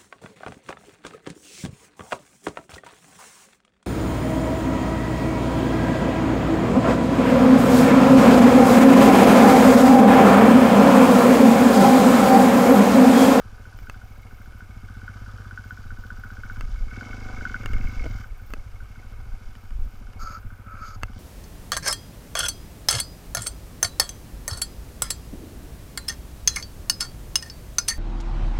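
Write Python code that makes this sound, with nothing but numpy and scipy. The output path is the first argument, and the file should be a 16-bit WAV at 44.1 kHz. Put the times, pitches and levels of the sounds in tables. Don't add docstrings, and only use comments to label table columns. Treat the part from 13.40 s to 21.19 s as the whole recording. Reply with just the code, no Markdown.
import sys
import numpy as np
from scipy import signal
from scipy.fft import rfft, irfft
from scipy.io import wavfile
from scipy.ndimage import uniform_filter1d

SR = 44100
rng = np.random.default_rng(int(sys.argv[2]) if len(sys.argv) > 2 else 0)


def persist_wave(psi):
    counts = np.round(np.clip(psi, -1, 1) * 32767).astype(np.int16)
    wavfile.write(sys.argv[1], SR, np.atleast_2d(counts).T)


def linear_from_db(decibels):
    return 10 ** (np.asarray(decibels, float) / 20)


N = 343539


def evened(x):
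    return x / np.sqrt(np.mean(x ** 2) + 1e-20)


def curves(rows):
    times, *columns = np.transpose(rows)
    t = np.arange(N) / SR
    return [np.interp(t, times, column) for column in columns]


def wander(hz):
    lowpass = signal.butter(2, hz, fs=SR, output="sos")
    return evened(signal.sosfilt(lowpass, rng.standard_normal(N)))


def coloured(points):
    hz, db = np.transpose(points)
    log_f = np.log(np.fft.rfftfreq(N + 1, 1 / SR) + 1)
    gain = linear_from_db(np.interp(log_f, np.log(hz), db, left=-90, right=-90))
    spectrum = rfft(rng.standard_normal(N + 1)) * gain
    return evened(irfft(spectrum, N + 1)[:N])


def resonate(x, hz, bandwidth):
    carrier = np.exp(2j * np.pi * np.cumsum(hz * np.ones(N)) / SR)
    r = np.exp(-np.pi * bandwidth / SR)
    return carrier * signal.lfilter([(1 - r) ** 2], [1, -2 * r, r * r], x / carrier + 1e-18)


def body(x, modes):
    return evened(sum(linear_from_db(db) * evened(resonate(x, hz, 1.45 * bandwidth).real)
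                      for hz, bandwidth, db in modes))


def crank():
    # (t/s, f/Hz)
    firing_rate = [(0.0, 13.66), (0.4, 13.88), (0.8, 13.53), (1.1, 13.47), (1.3, 13.91), (1.5, 15.14),
                   (1.7, 16.18), (1.9, 16.74), (2.05, 15.74), (2.2, 15.1), (2.5, 15.19), (2.8, 15.01),
                   (3.0, 15.14), (3.15, 16.46), (3.3, 17.79), (3.45, 15.76), (3.55, 20.14), (3.65, 24.81),
                   (3.8, 25.85), (3.95, 24.8), (4.1, 21.95), (4.22, 20.64), (4.33, 18.66), (4.43, 23.8),
                   (4.55, 25.22), (4.65, 21.34), (4.75, 20.82), (4.85, 15.98), (4.95, 10.99), (5.1, 12.58),
                   (5.3, 12.17), (5.45, 12.68), (5.6, 14.03), (5.75, 14.12), (5.9, 13.24), (6.2, 13.36),
                   (6.5, 13.25), (6.8, 13.96), (7.1, 13.66), (7.4, 13.84), (7.55, 13.27), (7.65, 14.68),
                   (7.8, 15.7)]
    rate, = curves(firing_rate)
    first_turn = -0.698
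    return first_turn + np.cumsum(rate) / SR, rate


def beats(turns, phase, spread_db):
    cycle = np.floor(turns - phase)
    passing = np.diff(cycle, prepend=cycle[0]) > 0
    strength = linear_from_db(spread_db * rng.standard_normal(200))
    return passing * strength[cycle.astype(int) + 2]


def gate(turns, phase, length, depth):
    since_opening = (turns - phase) % 1
    return 1 - depth + depth * np.exp(-since_opening / length)


def chamber(firing, rate, modes):
    total = 0
    for hz, t60, db, delay, sign, lift in modes:
        blow = np.roll(firing, round(delay * SR))
        pitch = hz * (rate / 15) ** lift
        total = total + sign * linear_from_db(db) * evened(resonate(blow, pitch, 2.5 / t60).imag)
    return evened(total)


def exhaust(turns, rate):
    # (t/s, thump level/dB, bark level/dB)
    exhaust_levels = [(0.0, -48, -67), (0.04, -42.5, -56.5), (0.45, -43, -61.5), (0.5, -45.5, -54),
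                      (0.59, -43, -58), (1.02, -45, -56.5), (1.52, -40, -51.5), (1.95, -38.5, -55),
                      (2.28, -40.5, -53.5), (3.14, -41, -52), (3.19, -35.5, -50), (3.38, -50.5, -60.5),
                      (3.58, -37, -45), (3.64, -44, -46), (3.9, -41, -48), (4.04, -43.5, -46),
                      (4.34, -34, -47), (4.42, -36, -42), (4.6, -42.5, -51), (4.66, -40, -47),
                      (4.71, -32, -47), (4.81, -38.5, -52), (4.9, -47, -72), (5.05, -43.5, -57),
                      (5.08, -53, -60), (5.14, -45, -54), (5.23, -41, -64), (5.6, -43.5, -55.5),
                      (5.71, -42.5, -58), (6.55, -47.5, -55.5), (6.9, -41.5, -53), (6.94, -43.5, -55),
                      (7.07, -38.5, -51), (7.14, -42, -55.5), (7.4, -42.5, -52), (7.53, -44, -55.5),
                      (7.64, -33.5, -52), (7.72, -45.5, -49), (7.79, -39, -51)]
    # (f/Hz, t60/s, level/dB, delay after firing/s, sign, power of the speed in the pitch)
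    silencer_modes = [(54.2, .11, 2.5, 0.00032, -1.03, 0.043), (93.9, 0.086, 6.5, .0025, -0.91, 0.1),
                      (75.2, 0.12, -6, 0.0027, -1.25, 0.059)]
    pipe_modes = [(222.8, .03, 5, -0.0011, 0.83, 0.2), (186, 0.064, -7.5, -0.0068, 1, 0.33),
                  (284, 0.023, -12, 0.021, 1, 0.076)]
    firing = beats(turns, 0, spread_db=0.37)
    thump = chamber(firing, rate, silencer_modes)
    bark = chamber(firing, rate, pipe_modes)
    bark = evened(bark / np.sqrt(uniform_filter1d(bark ** 2, 9000) + 0.05))
    thump_db, bark_db = curves(exhaust_levels)
    return linear_from_db(thump_db) * thump + linear_from_db(bark_db) * bark


def clatter(turns):
    # (t/s, intake roar level/dB, casing rattle level/dB, chain rattle level/dB, fin hiss level/dB, valve tick level/dB)
    clatter_levels = [(0.0, -63, -53, -78, -65, -71), (0.24, -59.5, -58, -71, -66, -56.5),
                      (0.43, -61, -57.5, -67, -63.5, -54), (0.84, -60, -59.5, -65, -69, -64.5),
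                      (1.26, -63.5, -58.5, -65, -67, -55), (1.43, -65.5, -55.5, -65, -66.5, -55),
                      (1.74, -59, -53, -62, -62.5, -50.5), (1.95, -59, -51, -70, -63, -53),
                      (2.26, -63, -56, -64, -63, -43.5), (2.69, -60.5, -55, -72.5, -64.5, -44.5),
                      (3.06, -60, -52.5, -61, -62.5, -42), (3.3, -58.5, -55.5, -61, -60.5, -60),
                      (3.47, -61, -56, -59.5, -62, -63), (3.54, -55, -50.5, -48.5, -60, -40),
                      (3.66, -49.5, -49.5, -52, -56, -50), (3.77, -52, -52, -50.5, -57, -51),
                      (3.93, -48, -46, -50.5, -56, -45), (4.12, -53.5, -51, -48, -56.5, -41.5),
                      (4.34, -55.5, -50, -49, -59.5, -51), (4.49, -52.5, -49, -47.5, -57, -58),
                      (4.64, -52, -51.5, -50, -57, -51), (4.81, -58, -49.5, -57, -58.5, -48),
                      (4.9, -63, -58.5, -65, -70, -56.5), (5.12, -64, -59, -67, -65.5, -63),
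                      (5.38, -63, -59, -66, -68.5, -60.5), (5.64, -60.5, -61, -62, -65, -56.5),
                      (5.79, -60, -60, -63, -68, -70), (6.12, -62, -59, -68, -65, -68),
                      (6.33, -65, -61, -74, -68, -72), (6.53, -62.5, -61.5, -67, -67, -63),
                      (6.81, -55.5, -63, -62, -69, -64), (6.99, -61, -60.5, -75, -74, -65),
                      (7.18, -64, -59, -74, -76, -60), (7.33, -62, -52.5, -64, -76, -69),
                      (7.46, -62, -53, -57, -60, -62), (7.59, -58.5, -62, -70, -73, -66),
                      (7.79, -59, -59, -63, -61, -56)]
    # (f/Hz, width/Hz, level/dB)
    intake_modes = [(467, 154, 0.5), (564, 139, -2), (743, 81, 2.5), (950, 126, -1.5)]
    casing_modes = [(1305, 143, -1.9), (1472, 140, -0.12)]
    chain_modes = [(2194, 106, 0.5), (2630, 150, -12.5)]
    fin_modes = [(3105, 203, 0.5), (3535, 260, 0.5), (3875, 174, -1), (4900, 890, 2), (5570, 1000, 2),
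                 (6370, 1200, -3.5)]
    grain = np.array([wander(160) for _ in range(4)])
    grit = rng.standard_normal((4, N)) * linear_from_db(2.55 * grain)
    casing_puffs = gate(turns, -0.15, 0.43, 0.5) + gate(turns, 0.17, 0.17, 0.88)
    chain_puffs = gate(turns, 0.18, 0.094, 0.96) + gate(turns, -0.33, 0.08, 0.87)
    fin_puffs = gate(turns, -0.4, 0.15, 0.34) + gate(turns, 0.19, 0.12, 0.24)
    intake = body(grit[0] * gate(turns, -0.06, 0.28, 0.63), intake_modes)
    casing = body(grit[1] * casing_puffs, casing_modes)
    chain = body(grit[2] * chain_puffs, chain_modes)
    fins = body(grit[3] * fin_puffs, fin_modes)
    seat = beats(turns, -0.22, spread_db=7.0)
    seat = seat + 0.32 * np.roll(seat, 440) + 0.27 * np.roll(seat, 800)
    tick = body(seat, [(1478, 107, 18), (1290, 260, -6), (3060, 250, -12)])
    spring = body(beats(2 * turns % 190, 0.2, spread_db=4.0), [(10200, 330, 0)])
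    parts = (intake, casing, chain, fins, tick)
    moving = sum(linear_from_db(db) * part for db, part in zip(curves(clatter_levels), parts))
    return moving + linear_from_db(-84) * spring


def wind():
    # (t/s, level/dB)
    buffet_levels = [(0.0, -40.5), (0.37, -44), (0.41, -29), (0.48, -47), (0.54, -38), (0.84, -46.5),
                     (0.87, -41.5), (1.23, -41.5), (1.26, -44), (2.23, -49), (2.28, -47), (2.34, -54),
                     (2.49, -34), (2.58, -42.5), (3.17, -37), (3.21, -26.5), (3.3, -28.5), (3.43, -23),
                     (3.51, -40), (3.82, -35), (3.86, -35), (4.01, -32), (4.19, -34.5), (4.36, -22.5),
                     (4.4, -33), (4.45, -19), (4.53, -36), (4.6, -24), (4.64, -27.5), (4.69, -22.5),
                     (4.79, -35), (4.84, -39), (4.92, -29), (5.01, -42), (5.16, -32), (5.38, -38.5),
                     (5.47, -38), (5.55, -48), (5.68, -35), (5.97, -29), (6.01, -53), (6.07, -30.5),
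                     (6.18, -42), (6.42, -25.5), (6.51, -38), (6.59, -37), (6.72, -41), (6.77, -29),
                     (7.03, -48), (7.07, -31), (7.14, -44.5), (7.59, -36.5), (7.64, -30), (7.68, -36.5),
                     (7.79, -37)]
    # (f/Hz, level/dB)
    gust_spectrum = [(8, -11.5), (18, -1.5), (30, -4), (45, -11), (70, -16), (120, -37), (300, -51),
                     (1000, -62)]
    lumps = linear_from_db(2.1 * wander(8.4))
    buffet_db, = curves(buffet_levels)
    return linear_from_db(buffet_db) * evened(coloured(gust_spectrum) * lumps)


def grasshoppers():
    # (t/s, level/dB)
    rasp_levels = [(0.0, -76), (0.02, -84), (0.22, -74), (0.35, -84), (0.37, -66), (0.54, -71), (0.6, -82),
                   (0.65, -69), (0.82, -71), (0.84, -83), (0.91, -70), (1.08, -71), (1.13, -86),
                   (1.17, -69), (1.28, -78), (2.21, -80), (2.28, -68), (2.56, -83), (2.58, -70),
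                   (2.69, -72), (2.73, -85), (2.78, -69), (2.95, -71), (2.97, -84), (3.06, -68),
                   (3.08, -84), (3.12, -68), (3.32, -80), (4.12, -75), (4.32, -70), (4.34, -82),
                   (4.45, -67), (4.56, -70), (4.58, -81), (4.69, -69), (4.88, -70), (4.92, -84),
                   (4.97, -72), (5.14, -62), (5.16, -78), (5.9, -76), (6.01, -82), (6.25, -70), (6.33, -82),
                   (6.42, -70), (6.59, -71), (6.62, -84), (6.75, -80), (6.81, -67), (6.86, -81),
                   (6.94, -69), (7.55, -79), (7.64, -68), (7.66, -76), (7.79, -78)]
    strokes = np.cumsum(38 * (1 + 0.28 * wander(6))) / SR
    scrape = rng.standard_normal(N) * gate(strokes, 0, 0.32, 0.91)
    rasp_db, = curves(rasp_levels)
    return linear_from_db(rasp_db) * body(scrape, [(13800, 1100, -2.2), (14360, 1000, 0.17)])


def background():
    # (f/Hz, level/dB)
    hush_spectrum = [(71, -24), (120, -0.5), (150, -18), (235, -16.5), (384, -24), (1480, -23),
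                     (1930, -31.5), (2180, -23.5), (3710, -36.5), (14000, -40.5), (15800, -64)]
    return linear_from_db(-51.5 - 4.0) * coloured(hush_spectrum)


def ring(modes):
    t = np.arange(round(0.08 * SR)) / SR
    wave = sum(linear_from_db(db - 60 * t / t60) * np.sin(2 * np.pi * hz * t) for hz, db, t60 in modes)
    return wave / abs(wave).max()


def knocks():
    # (t/s, crack level/dB, liner level/dB, shove level/dB)
    blows = [(0.389, -42.5, -52, -31), (0.4979, -30, -48, -33), (0.8684, -50, -55, -32),
             (1.1228, -50, -52, -44), (3.1694, -47, -51, -35), (3.2097, -30.5, -42, -34),
             (4.2338, -44, -40, -30), (4.2597, -26.5, -33, -22.5), (4.334, -34.5, -35, -22),
             (4.3835, -43, -46, -30), (4.6428, -44, -33.5, -37), (4.6572, -43, -30, -33),
             (4.6637, -53, -29, -33), (5.1052, -45.5, -51, -34.5), (5.137, -28, -33, -38),
             (5.1684, -54, -44, -32), (5.599, -50, -51, -39), (6.1532, -44, -57, -43),
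             (6.3071, -45.5, -56, -41), (6.7337, -47, -54, -42), (7.0694, -60, -54, -30),
             (7.6268, -44, -46, -25), (7.6336, -21.5, -45, -28), (7.7338, -50, -58, -42)]
    # (f/Hz, level/dB, t60/s)
    shell_modes = [(1380, 2, 0.015), (1724, -1, 0.012), (2150, -2, 0.015), (2774, -4, .02),
                   (4700, -7, 0.0089), (6540, -10, 0.0065), (8180, -14, 0.0063), (11500, -19, 0.0048)]
    liner_modes = [(307, 0.5, 0.031), (493, -1, 0.027), (678, -3, 0.024)]
    out = np.zeros(N + SR)
    u = np.arange(3500) / 420.0
    shove = (1 - u / 2) * u * np.exp(1 - u)
    for s, crack_db, liner_db, shove_db in blows:
        side, shift, tilt = rng.uniform(-1, 1, 3)
        crack = ring([(hz * (1 + 0.079 * shift), db + 3 * tilt * (-1) ** k, t60)
                      for k, (hz, db, t60) in enumerate(shell_modes)])
        liner = ring([(hz * (1 + 0.19 * tilt), db, t60) for hz, db, t60 in liner_modes])
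        at = round(s * SR)
        out[at:at + len(crack)] += linear_from_db(crack_db + 8.5) * crack + linear_from_db(liner_db + 6.5) * liner
        out[at:at + len(shove)] += np.sign(side) * linear_from_db(shove_db - 4) * shove
    return out[:N]


def collar():
    # (t/s, rub level/dB, sizzle level/dB)
    head_turns = [
        [(6.77, -74, -85), (6.802, -41, -52), (6.83, -40, -50.5), (6.974, -39, -56), (7.02, -79, -88)],
        [(7.24, -64, -81), (7.276, -46.5, -78), (7.488, -41.5, -52.5), (7.552, -46, -56), (7.58, -60, -80)],
    ]
    # (f/Hz, width/Hz, level/dB)
    rub_modes = [(572, 59, -12.5), (1324, 104, 6.5), (1450, 89, -8), (2300, 210, -13.5), (2540, 250, -31)]
    sizzle_modes = [(4800, 530, 3.5), (5240, 680, -4), (6500, 410, 2), (11700, 620, -7)]
    slips = rng.standard_normal(N) * linear_from_db(1.63 * wander(59))
    rub = body(slips, rub_modes)
    sizzle = body(slips * linear_from_db(-2.0 * wander(65)), sizzle_modes)
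    out = np.zeros(N)
    for rows in head_turns:
        start, end = round(rows[0][0] * SR), round(rows[-1][0] * SR)
        rub_db, sizzle_db = curves(rows)
        drag = linear_from_db(rub_db) * rub + linear_from_db(sizzle_db) * sizzle
        out[start:end] += drag[start:end] * signal.windows.tukey(end - start, 0.1)
    return out


def scene():
    turns, rate = crank()
    engine = exhaust(turns, rate) + clatter(turns)
    surroundings = wind() + grasshoppers() + background()
    helmet = knocks() + collar()
    return (engine + surroundings + helmet)[None]


def band_limit(x):
    return signal.sosfilt(signal.butter(12, 16440, fs=SR, output="sos"), x)


def record(dry):
    return band_limit(dry)


dry = scene()
out = record(dry)
persist_wave(out)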